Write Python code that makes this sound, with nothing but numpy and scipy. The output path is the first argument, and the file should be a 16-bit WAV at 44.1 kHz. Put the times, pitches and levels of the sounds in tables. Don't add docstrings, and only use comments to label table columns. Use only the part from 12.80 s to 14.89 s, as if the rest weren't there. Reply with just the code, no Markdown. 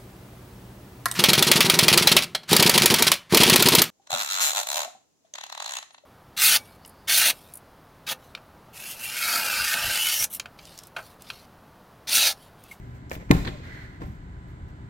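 import sys
import numpy as np
from scipy import signal
from scipy.fft import rfft, irfft
from scipy.io import wavfile
from scipy.ndimage import uniform_filter1d

SR = 44100
rng = np.random.default_rng(int(sys.argv[2]) if len(sys.argv) > 2 else 0)


def master(y):
    cut = np.clip(np.atleast_2d(y).T, -1, 1)
    pcm = np.round(cut * 32767)
    wavfile.write(sys.argv[1], SR, pcm.astype(np.int16))


N = 92257
TIME = np.arange(N) / SR
HZ = np.fft.rfftfreq(2 * N, 1 / SR)


def amp(db):
    return 10 ** (np.asarray(db) / 20)


def read(points, hz=HZ):
    f, value = np.transpose(points)
    return np.interp(np.log(hz + 1), np.log(f + 1), value)


def add(mix, start_s, sound):
    at = round(start_s * SR)
    sound = sound[..., max(-at, 0):]
    part = mix[:, max(at, 0):][:, :sound.shape[-1]]
    part += sound[..., :part.shape[1]]


def unit_rms(x):
    return x / np.sqrt(np.mean(x ** 2) + 1e-20)


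def unit_energy(x):
    return x / np.sqrt((x ** 2).sum(-1, keepdims=True) + 1e-20)


def hill(centre_hz, width):
    return -20 * np.log10(1 + (np.log((HZ + 1) / centre_hz) / width) ** 2)


def level(times, db):
    return amp(np.interp(TIME, times, db, left=-np.inf, right=-np.inf))


# frequency in Hz, likeness from 0 to 1.
LIKENESS = [(40, 1), (150, 1), (280, 0.82), (550, 1), (1000, 0.29), (2000, 0.033), (16000, 0.017)]
def noise(db):
    left, other = rfft(rng.standard_normal((2, 2 * N)))
    same = np.clip(read(LIKENESS), 0, 1)
    right = same * left + np.sqrt(1 - same ** 2) * other
    return unit_rms(irfft(np.array([left, right]) * amp(db))[:, :N])


def burst(db, t60):
    return unit_energy(noise(db)[:, :SR] * amp(-60 * TIME[:SR] / t60))


def tail(db, t60s, rise_s):
    hz, t, bands = signal.stft(noise(db), SR, nperseg=512)
    decay = amp(-60 * t / read(t60s, hz)[:, None])
    fading = signal.istft(bands * decay, SR, nperseg=512)[1][:, :N]
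    return unit_energy(fading * (1 - np.exp(-TIME / rise_s)))


def ring(modes, dull_db=0):
    t = TIME[:SR]
    return sum(amp(db - dull_db * np.log2(hz / 300) - 60 * t / t60) * np.sin(2 * np.pi * hz * t)
               for hz, db, t60 in modes)


def arch(length_s, peak_share=0.19):
    progress = np.arange(int(length_s * SR)) / (length_s * SR)
    return np.sin(np.pi / 2 * np.interp(progress, [0, peak_share, 1], [0, 1, 0]))


def rub(length_s, db, grain_db=2.5, grain_s=0.002):
    stroke = arch(length_s)
    grain = unit_rms(uniform_filter1d(rng.standard_normal(N), int(grain_s * SR)))
    friction = noise(db) * amp(grain_db * grain)
    return stroke * unit_rms(friction[:, :len(stroke)])


# frequency in Hz, relative level in dB.
VENTILATION = [(18, -29), (35, -3.5), (55, 1.5), (95, -2), (130, -0.5), (180, -10.5), (260, -11),
               (350, -17.5), (470, -26.5), (620, -25), (800, -23.5), (1100, -29.5), (1550, -26),
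               (1780, -30.5), (2050, -29), (2500, -37.5), (4200, -41.5), (5500, -51), (8000, -48),
               (11500, -62.5), (16000, -60)]
# frequency in Hz, level in dB.
MACHINE_TONES = [(120, -52.5), (174, -57.5), (299, -63.5), (388, -64), (1001, -63), (1631, -66),
                 (2003, -71.5), (2998, -82)]
def workshop():
    out = amp(-42) * noise(read(VENTILATION))
    for hz, db in MACHINE_TONES:
        waver = np.interp(TIME, np.linspace(0, TIME[-1], 16), np.cumsum(rng.standard_normal(16)))
        out += amp(db) * np.sqrt(2) * np.sin(2 * np.pi * hz * TIME + 0.84 * waver)
    return out


# start and length in seconds, level in dB, treble lift in dB per octave.
RUSTLE_STROKES = [(-.05, 0.33, -62, 2.5), (.14, 0.06, -61, 4), (0.315, 0.069, -41.5, 2.5),
                  (0.396, 0.045, -43.5, -7), (0.492, 0.018, -42.5, -8), (1.199, 0.084, -45, -4.5),
                  (1.239, .16, -58.5, 4), (1.575, .04, -71, -14), (1.673, 0.074, -64.5, 4.5),
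                  (1.878, 0.042, -60, 0.5)]
# frequency in Hz, relative level in dB.
RUSTLE_COLOUR = [(200, -3), (600, 6), (1200, -11.5), (2000, -1), (3000, -12), (7500, -21), (12500, -24.5),
                 (15500, -21.5)]
def rustles():
    out = np.zeros((2, N))
    for start, length, db, lift_db in RUSTLE_STROKES:
        colour = read(RUSTLE_COLOUR) + lift_db * np.log2(1 + HZ / 4000)
        add(out, start, amp(db) * rub(length, colour))
    return out


# start in seconds, level in dB, body resonance in Hz, snap against body in dB.
LINKAGE_TICKS = [(0.2969, -26.5, 5370, -8), (0.3079, -30, 7000, 10), (0.3183, -14.5, 1750, -1),
                 (0.3295, -32, 4000, 9), (0.3339, -24.5, 5800, 4), (0.342, -31, 4250, 11),
                 (.3530, -19.5, 2000, -0.5)]
# frequency in Hz, relative level in dB.
SNAP_COLOUR = [(1000, 11), (3000, 0), (6500, -11), (12000, -0.5), (15500, 3)]
# start in seconds, level in dB, dullness in dB per octave.
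CLACK_HITS = [(0.3148, 1.5, -1), (0.3164, -1, 10), (1.2181, -1.5, 5.5), (1.2244, -7, 10)]
# frequency in Hz, level in dB, t60 in seconds.
CLACK_MODES = [(373, -36.5, 0.046), (532, -28, 0.018), (707, -36, 0.04), (992, -27.5, 0.018),
               (1738, -32.5, 0.032), (2220, -33.5, .015), (2360, -39, 0.017), (3300, -56, 0.01)]
def handle_and_strap():
    out = np.zeros((2, N))
    for start, db, hz, snap_db in LINKAGE_TICKS:
        body = burst(hill(hz, width=0.38), t60=0.016)
        snap = amp(snap_db) * burst(read(SNAP_COLOUR), t60=0.014)
        add(out, start, amp(db) * (body + snap))
    for start, db, dull_db in CLACK_HITS:
        add(out, start, amp(db) * ring(CLACK_MODES, dull_db))
    return out


# start in seconds, level in dB, dullness in dB per octave.
DOOR_KNOCKS = [(.366, -21.5, 1.5), (0.511, 1.5, -0.5), (.664, -14, 0), (1.2184, -22, -4.5),
               (1.249, -27, 7.5)]
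# frequency in Hz, level in dB, t60 in seconds.
PANEL_MODES = [(65.4, -21, 0.34), (122, -17.5, 0.34), (145, -30.5, 0.4), (172.7, -21, 0.33),
               (250, -24, 0.069), (299, -16, 0.12), (369.4, -25, 0.22), (439.4, -24.5, .12),
               (588, -30, 0.075), (709, -41.5, 0.38), (773, -33, 0.3), (894.5, -28.5, 0.11),
               (1045.4, -26, 0.12), (1377, -31.5, 0.19)]
# frequency in Hz, relative level in dB.
TRIM_COLOUR = [(150, -15), (350, 6), (600, -10), (1050, 2.5), (1400, -19), (2200, -29), (4000, -48),
               (9000, -40)]
def door(thump_s=0.5078, thump_hz=222.5):
    spread = (np.pi * thump_hz * (TIME - thump_s)) ** 2
    thump = amp(0.5) * (2 * spread - 1) * np.exp(-spread)
    out = np.tile(thump, (2, 1))
    for start, db, dull_db in DOOR_KNOCKS:
        add(out, start, -amp(db) * ring(PANEL_MODES, dull_db))
    add(out, 0.5125, amp(6) * burst(read(TRIM_COLOUR), t60=0.064))
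    return out


# start and length
# in seconds, level in dB, bright spot in Hz, # its height in dB.
SEAL_PEELS = [(0.502, 0.032, -31, 1500, 11), (0.561, 0.031, -31.5, 2200, -2),
              (0.648, 0.015, -30.5, 4970, 10.5), (.657, 0.054, -34, 960, 7), (0.668, 0.031, -28, 3400, 8.5)]
# frequency in Hz, relative level in dB.
SEAL_COLOUR = [(150, 14), (330, 4.5), (600, -4), (1200, -4), (1800, -1.5), (2800, -13), (4300, -10),
               (5200, -29), (8000, -29), (15000, -49)]
def seal():
    out = np.zeros((2, N))
    for start, length, db, spot_hz, spot_db in SEAL_PEELS:
        colour = read(SEAL_COLOUR) + spot_db * amp(hill(spot_hz, width=0.21))
        add(out, start, amp(db) * rub(length, colour))
    return out


# start in seconds, level in dB.
LATCH_CONTACTS = [(.5110, -5.5), (.5119, -1), (.5140, -11.5), (.5172, -22.5)]
# frequency in Hz, level in dB, t60 in seconds.
LATCH_MODES = [(1786, -19.5, 0.098), (2084, -9, 0.012), (2456, -13, 0.013), (3640, -26, 0.064),
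               (4020, -28, 0.062)]
# frequency in Hz, relative level in dB.
CRACK_COLOUR = [(400, 12), (1050, -1), (1550, -4.5), (2000, -1), (2450, 6), (2900, -14.5), (3700, 0),
                (5200, -9.5), (8000, -8.5), (11500, -13), (15500, -15.5)]
# frequency in Hz, relative
# level in dB.
LATCH_ECHO_COLOUR = [(1000, -2), (2200, 0), (4000, -8.5), (8000, -19), (12000, -13), (15500, -14)]
# frequency in Hz, t60 in seconds.
LATCH_ECHO_DECAY = [(1000, 0.51), (5000, .45), (15000, .4)]
def latch():
    out = np.zeros((2, N))
    for start, db in LATCH_CONTACTS:
        crack = amp(6.5) * burst(read(CRACK_COLOUR), t60=0.023)
        add(out, start, amp(db) * (ring(LATCH_MODES) + crack))
    add(out, 0.522, amp(-6.5) * tail(read(LATCH_ECHO_COLOUR), LATCH_ECHO_DECAY, rise_s=0.005))
    return out


# frequency in Hz, level in dB, t60 in seconds.
CABIN_MODES = [(40.7, -24.5, 0.65), (59.8, -11, 0.27)]
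# frequency in Hz, relative level in dB.
BOOM_COLOUR = [(25, -4), (42, 0), (65, -2.5), (90, -4.5), (130, 0.5), (180, -4), (300, -10.5), (500, -20),
               (1000, -26.5), (3000, -52.5)]
# frequency in Hz, t60 in seconds.
BOOM_DECAY = [(40, 0.67), (150, 0.55), (500, 0.66)]
def cabin(jolt_s=0.512, swell_s=0.04):
    out = np.zeros((2, N))
    add(out, jolt_s, ring(CABIN_MODES) * (1 - np.exp(-TIME[:SR] / swell_s)))
    add(out, jolt_s, amp(11) * tail(read(BOOM_COLOUR), BOOM_DECAY, rise_s=0.0067))
    return out


# start and length in seconds, level in dB, centre in Hz.
SOFT_BUMPS = [(0.616, 0.022, -32, 125), (1.19, 0.14, -42.5, 197), (1.246, 0.11, -35, 87),
              (1.569, 0.058, -42, 95), (1.684, 0.044, -42.5, 60.7), (1.822, 0.068, -35.5, 52)]
def bumps():
    out = np.zeros((2, N))
    for start, length, db, hz in SOFT_BUMPS:
        stroke = arch(length)
        treble_cut = 20 * np.log10(1 + (HZ / hz / 4) ** 2)
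        rumble = noise(hill(hz, width=0.31) - treble_cut)[:, :len(stroke)]
        add(out, start, amp(db) * stroke * unit_rms(rumble))
    return out


# time in seconds, pitch in Hz, level in dB.
SQUEAK_GLIDE = [(.69, 681, -57), (0.716, 639, -51), (0.756, 595, -44.5), (.78, 565, -55), (0.804, 535, -49)]
def squeak():
    times, hz, db = np.transpose(SQUEAK_GLIDE)
    pitch = np.interp(TIME, times, hz)
    return level(times, db) * np.sin(2 * np.pi * np.cumsum(pitch) / SR)


# time in seconds, level in dB.
SWING_LEVEL = [(.815, -75), (.835, -48), (.94, -44.5), (1.05, -48), (1.08, -52.5), (1.182, -57)]
# frequency in Hz, relative level in dB.
SWING_COLOUR = [(400, -5.5), (750, -9.5), (1150, -10.5), (1550, -2), (2200, -5), (2600, -14.5),
                (3300, -14.5), (4300, -19.5), (5600, -24.5), (8000, -30), (13500, -35.5), (16000, -31)]
# frequency in Hz, height in dB.
SWING_PEAKS = [(1640, 3), (1790, 0.5), (2020, 9), (4230, 6.5)]
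def swing():
    peaks = sum(db * amp(hill(hz, width=0.042)) for hz, db in SWING_PEAKS)
    grain = unit_rms(uniform_filter1d(rng.standard_normal(N), size=300))
    friction = noise(read(SWING_COLOUR) + peaks) * amp(0.78 * grain)
    return level(*np.transpose(SWING_LEVEL)) * unit_rms(friction)


# frequency in Hz, relative level in dB.
HALL_COLOUR = [(100, -29.5), (400, -9.5), (1000, -12), (2200, -11), (4000, -8.5), (8000, -5.5),
               (15000, -13)]
# frequency in Hz, t60 in seconds.
HALL_DECAY = [(150, 1.03), (1000, 0.88), (3000, 1.06), (6000, 1.01), (11000, .55), (16000, 0.93)]
def hall(near, delay_s=0.016):
    echo = np.zeros((2, N))
    add(echo, delay_s, tail(np.zeros_like(HZ), HALL_DECAY, rise_s=0.0013))
    spectrum = rfft(near, 2 * N) * rfft(echo, 2 * N) * amp(read(HALL_COLOUR))
    return amp(-4.5) * irfft(spectrum)[:, :N]


def scene():
    near = handle_and_strap() + latch() + door() + cabin()
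    near += seal() + squeak() + swing() + rustles() + bumps()
    return near + hall(near) + workshop()


# frequency in Hz, left minus right in dB.
PORT_BALANCE = [(40, 4), (80, -2.1), (150, 2), (280, 1.5), (550, 1), (1100, -1.5), (1800, -4), (2500, 0),
                (4000, 2.5), (8000, 5.5), (14000, -5.5)]
# frequency in Hz, gain in dB.
MIC_COLOUR = [(5000, 0), (6300, 1), (7500, 3), (8300, 0), (9000, -5), (10100, -3.5), (11400, 3.5),
              (15000, -0.5), (16000, -7)]
def record(dry, left_lead_s=0.0003666, edge_hz=16050):
    tilt = amp(read(PORT_BALANCE) / 2)
    ports = np.array([tilt, np.exp(-2j * np.pi * HZ * left_lead_s) / tilt])
    picked_up = irfft(rfft(dry, 2 * N) * ports * amp(read(MIC_COLOUR)))[:, :N]
    lowpass = signal.firwin(511, edge_hz, window=("kaiser", 9), fs=SR)
    return signal.oaconvolve(np.clip(picked_up, -1, 1), lowpass[None], "same")


dry = scene()
out = record(dry)
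master(out)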